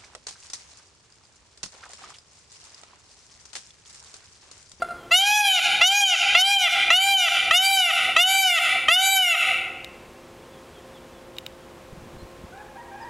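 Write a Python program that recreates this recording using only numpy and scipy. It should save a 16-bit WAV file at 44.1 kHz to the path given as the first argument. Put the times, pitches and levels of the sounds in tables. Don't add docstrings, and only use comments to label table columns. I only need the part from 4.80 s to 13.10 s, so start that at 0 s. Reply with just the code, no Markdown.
import sys
import numpy as np
from scipy import signal
from scipy.fft import rfft, irfft, next_fast_len
from scipy.io import wavfile
from scipy.ndimage import map_coordinates

SR = 44100
rng = np.random.default_rng(int(sys.argv[2]) if len(sys.argv) > 2 else 0)


def waveform_to_disk(signal):
    frames = np.transpose(np.atleast_2d(signal))
    scaled = np.clip(frames, -1, 1) * 32767
    samples = np.round(scaled).astype(np.int16)
    wavfile.write(sys.argv[1], SR, samples)


N = 365883
TOP_HZ = 15800

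# start/s, end/s, crest pitch/Hz, climb/share of that pitch, flatness/exponent,
# level/dB, blare at the crest/dB, harmonics above the fifth/dB, their tilt/dB per octave, attack/s
CALLS = [(0.306, 0.8, 841.2, 0.2, 1.85, 3.5, -1.5, 2.5, 5, 0.013),
         (1.007, 1.358, 817.7, .172, 1.7, 5.5, -1, 6.5, .5, 0.011),
         (1.545, 1.886, 806, 0.15, 1.64, 3.5, 0, 4.5, 2.5, .0075),
         (2.101, 2.489, 793.5, 0.15, 1.99, 3, 5, 2, 4.5, 0.0041),
         (2.708, 3.116, 784.4, 0.16, 2.3, 3.5, 11.5, 1.5, 5, 0.0032),
         (3.361, 3.794, 777.4, 0.16, 2.42, 3, 13, 0, 6, 0.0051),
         (4.08, 4.558, 776, 0.19, 3.02, 2.5, 12, -2, 7.5, 0.0058)]
# f/Hz, level/dB
OPEN_BEAK = [(550, -19), (700, -4.5), (850, -2), (1250, 0.5), (1600, -6.5), (2100, -7), (3050, -3.5),
             (3450, -5.5), (4400, -18.5), (5800, -12.5), (7000, -14.5), (8300, -28), (11500, -25),
             (15500, -49)]
# f/Hz, width/Hz, depth/dB
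NOTCHES = [(1562, 20, 14.5), (2248, 42.4, 15.5), (3294, 20, 46.5), (4720, 750, 0.5), (5450, 56, 20.5),
           (6310, 150, 13), (7500, 170, 3)]
# f/Hz, level/dB
HALF_CLOSED_BEAK = [(700, -3.5), (1400, 0), (2100, -19), (2800, -24.5), (4500, -29.5), (11000, -33.5)]
# delay/s, strength/ratio
WALL_ECHOES = [(.024, 0.22), (.066, 0.17), (.086, 0.25), (.1, 0.14), (.124, 0.03), (.16, 0.019)]
# f/Hz, t60/s
YARD_DECAY = [(300, 0.72), (800, 1.053), (1500, 0.81), (2400, 0.88), (3300, 0.73), (5000, 0.6),
              (10000, 0.59), (15000, 0.62)]
# f/Hz, level/dB
YARD_SPECTRUM = [(300, -38), (750, 0), (1400, 0), (2400, 4.5), (3100, -2), (4200, 9), (6000, 1.5),
                 (8000, 2), (9500, 9.5), (12000, -5.5), (15000, 1.5)]
# t/s, level/dB
CLICK_HITS = [(5.045, -31), (6.567, -43), (6.5842, -27.5), (6.664, -29.5), (7.775, -52)]
# f/Hz, level/dB, t60/s
CLICK_RING = [(2470, 1, 0.013), (2910, 11, 0.01), (3750, 11, 0.011), (5030, -1, 0.012), (7100, 12, 0.0017)]
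# t/s, level/dB
HAND_BUMPS = [(7.124, -32), (7.174, -34), (7.219, -34), (7.259, -31), (7.338, -33), (7.364, -33),
              (7.424, -24.5), (7.589, -36), (7.639, -30.5)]
# start/s, length/s, first pitch/Hz, last pitch/Hz, level/dB
BIRD_NOTES = [(0, 0.017, 4700, 4540, -42), (0.144, 0.12, 3410, 3100, -56), (5.71, 0.084, 3580, 3180, -59),
              (5.934, 0.065, 3540, 3100, -55), (6.128, 0.059, 3710, 3160, -53),
              (6.317, .08, 3600, 3300, -59), (6.78, 0.077, 3360, 3150, -65),
              (7.372, 0.057, 4120, 4170, -56), (8.206, 0.038, 5190, 4800, -51)]
# start/s, end/s, first pitch/Hz, last pitch/Hz, level/dB
FAR_CRIES = [(7.716, 7.831, 720, 850, -52), (7.945, 7.984, 760, 835, -49), (7.968, 8.031, 929, 941, -49),
             (8.099, 8.216, 767, 822, -51), (8.192, 8.301, 905, 946, -49)]
# f/Hz, level/dB
FAR_SPECTRUM = [(800, 6), (1200, 12), (1700, 2.5), (2500, -9.5), (3500, -48), (6000, -42)]
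# f/Hz, level/dB
HUM_TONES = [(242.2, -61.5), (349.9, -56), (527.6, -54), (1061, -62.5)]
# f/Hz, spectral level/dB
AIR_SPECTRUM = [(15, -50), (25, -18), (55, -10.5), (297, -14.5), (349, -12), (482, -12), (523, -14.5),
                (741, -15.5), (1080, -18.5), (1530, -22), (3260, -27.5), (4260, -31.5), (7910, -35),
                (15500, -45)]

CREST_AT = .51


def peacock(jitter=0.00069, edge_jitter=0.021, onset_s=0.0091, break_s=0.013, air_db=-48, rasp_db=-3):
    voice, hiss_level = np.zeros(N), np.zeros(N)
    for start, end, crest_hz, climb, flatness, db, blare_db, upper_db, tilt_db, attack in CALLS:
        t = clock(end - start)
        tension = arch(t, climb, flatness)
        roughness = jitter + edge_jitter * (np.exp(-t / onset_s) + np.exp((t - t[-1]) / break_s))
        pitch = crest_hz * tension * (1 + roughness * wobble(700, len(t)))
        shape = lambda k: register(k, pitch, tension, blare_db) + brightness(k, t, upper_db, tilt_db)
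        level = amp(db + effort(t, tension)) * fade(t, rise=attack, fall=0.0038) ** 2
        add(voice, start, level * syrinx(pitch, OPEN_BEAK, count=24, shape=shape, shimmer_db=3.5))
        add(hiss_level, start, level * (amp(air_db) + amp(rasp_db) * np.exp(-t / onset_s)))
    rasp = lambda hz: amp(along(OPEN_BEAK, hz)) / (1 + (500 / (hz + 1)) ** 4) / (1 + (hz / 6000) ** 4)
    return voice + hiss_level * noise(rasp)


def syrinx(pitch, throat, count, shape=lambda k: 0, shimmer_db=2):
    k = np.arange(1, count + 1)[:, None]
    hz, phase = k * pitch, 2 * np.pi * np.cumsum(pitch) / SR
    unsteadiness_db = shimmer_db * np.minimum(k / 6, 1)
    shimmer = unsteadiness_db * np.array([wobble(24.84, len(pitch)) for _ in k])
    notch_db = sum(depth / (1 + ((hz - centre) / width) ** 2) for centre, width, depth in NOTCHES)
    gain = amp(along(throat, hz) - notch_db + shape(k) + shimmer) * (hz < TOP_HZ)
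    return np.sum(gain * np.sin(k * phase + rng.uniform(0, 2 * np.pi, k.shape)), axis=0)


def arch(t, climb, flatness, fall=.163, fall_span=.355, scoop_s=.014, drop_s=.016):
    past_crest = t / t[-1] - CREST_AT
    rising = climb * np.maximum(-past_crest / CREST_AT, 0) ** flatness
    falling = fall * (1 - np.exp(-(np.maximum(past_crest, 0) / fall_span) ** 2))
    scoop = 0.047 * np.exp(-t / scoop_s)
    drop = 0.0893 * np.exp((t - t[-1]) / drop_s)
    return 1 - rising - falling - scoop - drop


def effort(t, tension, slack_db_per_octave=15.5, catch_db=9.5, surge_dip_db=4, fade_db=3):
    catch = catch_db * bell(t, centre=0.026, width=0.022)
    spent = np.maximum(t / t[-1] - CREST_AT, 0) / (1 - CREST_AT)
    return slack_db_per_octave * np.log2(tension) - catch - surge_dip_db * surge(t) - fade_db * spent ** 2


def surge(t):
    return bell(t, centre=0.07, width=0.015)


def register(k, pitch, tension, blare_db, ring_hz=2837, ring_width_hz=777, ring_db=11.5):
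    third, fourth, fifth, upper = k == 3, k == 4, k == 5, k > 5
    ring = ring_db / (1 + ((k * pitch - ring_hz) / ring_width_hz) ** 2)
    pure_at = np.where(np.gradient(tension) > 0, 0.95, 0.97)
    pure = bell(tension, centre=pure_at, width=.015) * (4 * fourth - 8.5 * (third | fifth | upper))
    crest = bell(tension, centre=1, width=0.028)
    blare = crest * blare_db * (0.16 * third - fourth + 0.26 * upper)
    return ring + 4 * third + (0.5 - crest) * fifth + pure + blare


def brightness(k, t, upper_db, tilt_db, build_s=0.017, wane_s=0.033, flare_db=10):
    edges = np.exp(-t / build_s) + np.exp((t - t[-1]) / wane_s)
    db_per_octave = tilt_db + 4 * (t / t[-1] - .5) - 12.5 * edges
    octaves_above_fifth = np.log2(np.maximum(k / 5, 1))
    return upper_db * (k > 5) + flare_db * surge(t) * (k > 4) + db_per_octave * octaves_above_fifth


def cluck(db=-17, pitch_hz=690, hold_s=.007, decay_s=0.0062):
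    out, t = np.zeros(N), clock(.04)
    tone = syrinx(pitch_hz * (1 + .02 * wobble(400, len(t))), HALF_CLOSED_BEAK, count=16)
    decay = np.minimum(1, np.exp((hold_s - t) / decay_s))
    add(out, .0205, amp(db) * tone * fade(t, rise=0.00072, fall=0.0092) * decay)
    return out


def over_ground(x, delay_s=0.0010363, bounce=0.27, side_delay_s=0.0032, side_bounce=0.11):
    echo = lambda hz, s: np.exp(-2j * np.pi * hz * s)
    return filtered(x, lambda hz: 1 + bounce * echo(hz, delay_s) + side_bounce * echo(hz, side_delay_s))


def past_train(x, low_hz=3900, high_hz=7000, start_db=2.5, screen_db_per_s=1.5):
    treble = filtered(x, lambda hz: 1 / (1 + (hz / high_hz) ** 8) - 1 / (1 + (hz / low_hz) ** 8))
    treble_gain = amp(start_db - screen_db_per_s * np.arange(N) / SR)
    return x + treble * (treble_gain - 1)


def yard(x, tail_db=-11, walls_db=-1, build_s=.07):
    hz, t, spectrum = signal.stft(rng.standard_normal(3 * SR // 2), SR, nperseg=256)
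    build = 1 - np.exp(-t / build_s)
    decay = amp(along(YARD_SPECTRUM, hz)[:, None] - 60 * t / along(YARD_DECAY, hz)[:, None])
    response = signal.istft(spectrum * decay * build, SR, nperseg=256)[1]
    response *= amp(tail_db) / np.linalg.norm(response)
    for delay, strength in WALL_ECHOES:
        response[round(delay * SR)] += strength * amp(walls_db)
    return signal.fftconvolve(x, response)[:N]


def clicks(crack=0.58, crack_t60=0.02):
    out, t = np.zeros(N), clock(.04)
    for start, db in CLICK_HITS:
        ring = sum(amp(level + rng.normal(0, 0.34) - 60 * t / t60) * np.sin(2 * np.pi * hz * t)
                   for hz, level, t60 in CLICK_RING)
        snap = crack * amp(-60 * t / crack_t60) * rng.standard_normal(len(t))
        add(out, start, amp(db - 2.5) * (ring + snap) * fade(t, rise=0.00047, fall=.005))
    return out


def camera_bumps(trim_db=-4, t60=0.11, corner_hz=170):
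    push, t = np.zeros(N), clock(.15)
    for s, db in HAND_BUMPS:
        add(push, s - .004, amp(db + trim_db - 60 * t / t60) * fade(t, rise=0.0075, fall=.01))
    return push * noise(lambda hz: hz / (hz + 40) / (1 + (hz / corner_hz) ** 3))


def small_bird():
    out = np.zeros(N)
    for start, length, first_hz, last_hz, db in BIRD_NOTES:
        t = clock(length)
        pitch = np.linspace(first_hz, last_hz, len(t)) * (1 + 0.01 * wobble(250, len(t)))
        add(out, start, amp(db) * sine(pitch) * fade(t, rise=.025, fall=0.0042))
    return out


def far_peafowl(jitter=0.025):
    out = np.zeros(N)
    for start, end, first_hz, last_hz, db in FAR_CRIES:
        t = clock(end - start)
        glide = first_hz + (last_hz - first_hz) * np.sin(np.pi * t / t[-1] / 2)
        pitch = glide * (1 + jitter * wobble(201, len(t)))
        cry = unit(syrinx(pitch, FAR_SPECTRUM, count=6))
        add(out, start, amp(db) * cry * fade(t, rise=0.02, fall=0.013))
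    return out


def outdoor_air(db=-47):
    return noise(lambda hz: amp(along(AIR_SPECTRUM, hz))) * amp(db + .4 * wobble(4, N))


def machine_hum(drift_db=1.7, waver=.002):
    return sum(amp(db + drift_db * wobble(7.6, N)) * unit(sine(hz * (1 + waver * wobble(22.12, N))))
               for hz, db in HUM_TONES)


def gain_control(x, top_db, attack_s, release_db_per_s, window_s):
    def smooth(v, seconds):
        pole = np.exp(-1 / (seconds * SR))
        return signal.lfilter([1 - pole], [1, -pole], v)
    level_db = 10 * np.log10(smooth(x ** 2, window_s) + 1e-12)
    excess_db = np.maximum(level_db - top_db, 0)
    ramp = release_db_per_s * np.arange(N) / SR
    held_db = np.maximum.accumulate(excess_db + ramp) - ramp
    return x * amp(-smooth(held_db, attack_s))


def amp(db):
    return 10 ** (np.asarray(db) / 20)


def unit(x):
    return x / np.sqrt(np.mean(x ** 2) + 1e-20)


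def along(points, hz):
    f, v = np.transpose(points)
    return np.interp(np.log(hz + 1), np.log(f + 1), v)


def clock(length):
    return np.arange(int(length * SR)) / SR


def bell(x, centre, width):
    return np.exp(-((x - centre) / width) ** 2)


def sine(pitch):
    return np.sin(2 * np.pi * np.cumsum(pitch) / SR)


def wobble(rate, size):
    knots = rng.standard_normal(int(size * rate / SR) + 4)
    return map_coordinates(knots, [np.arange(size) * rate / SR])


def fade(t, rise, fall):
    return np.clip(t / rise, 0, 1) * np.clip((t[-1] - t) / fall, 0, 1)


def add(track, s, sound):
    part = track[max(round(s * SR), 0):][:len(sound)]
    part += sound[:len(part)]


def filtered(x, response):
    m = next_fast_len(N + SR // 2)
    return irfft(rfft(x, m) * response(np.fft.rfftfreq(m, 1 / SR)), m)[:N]


def noise(response):
    return unit(filtered(rng.standard_normal(N), response))


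def scene():
    calls, honk, far = amp(-9) * peacock(), cluck(), far_peafowl()
    whistles, ticks = small_bird(), clicks()
    direct = over_ground(calls) + honk + amp(7.5) * far + whistles + ticks
    to_walls = past_train(calls) + amp(1.5) * honk + amp(12) * far + amp(-4) * whistles + amp(-19) * ticks
    mono = direct + yard(to_walls) + camera_bumps() + outdoor_air() + machine_hum()
    return np.array([mono, mono])


def record(dry, ceiling=.66):
    caught = gain_control(dry[0], top_db=-6.5, attack_s=.0004, release_db_per_s=62, window_s=.0003)
    levelled = gain_control(caught, top_db=-19, attack_s=.022, release_db_per_s=111, window_s=0.007)
    rounded = levelled / (1 + np.abs(levelled / ceiling) ** 8) ** (1 / 8)
    out = filtered(rounded, lambda hz: hz < TOP_HZ)
    return np.array([out, out])


dry = scene()
out = record(dry)
waveform_to_disk(out)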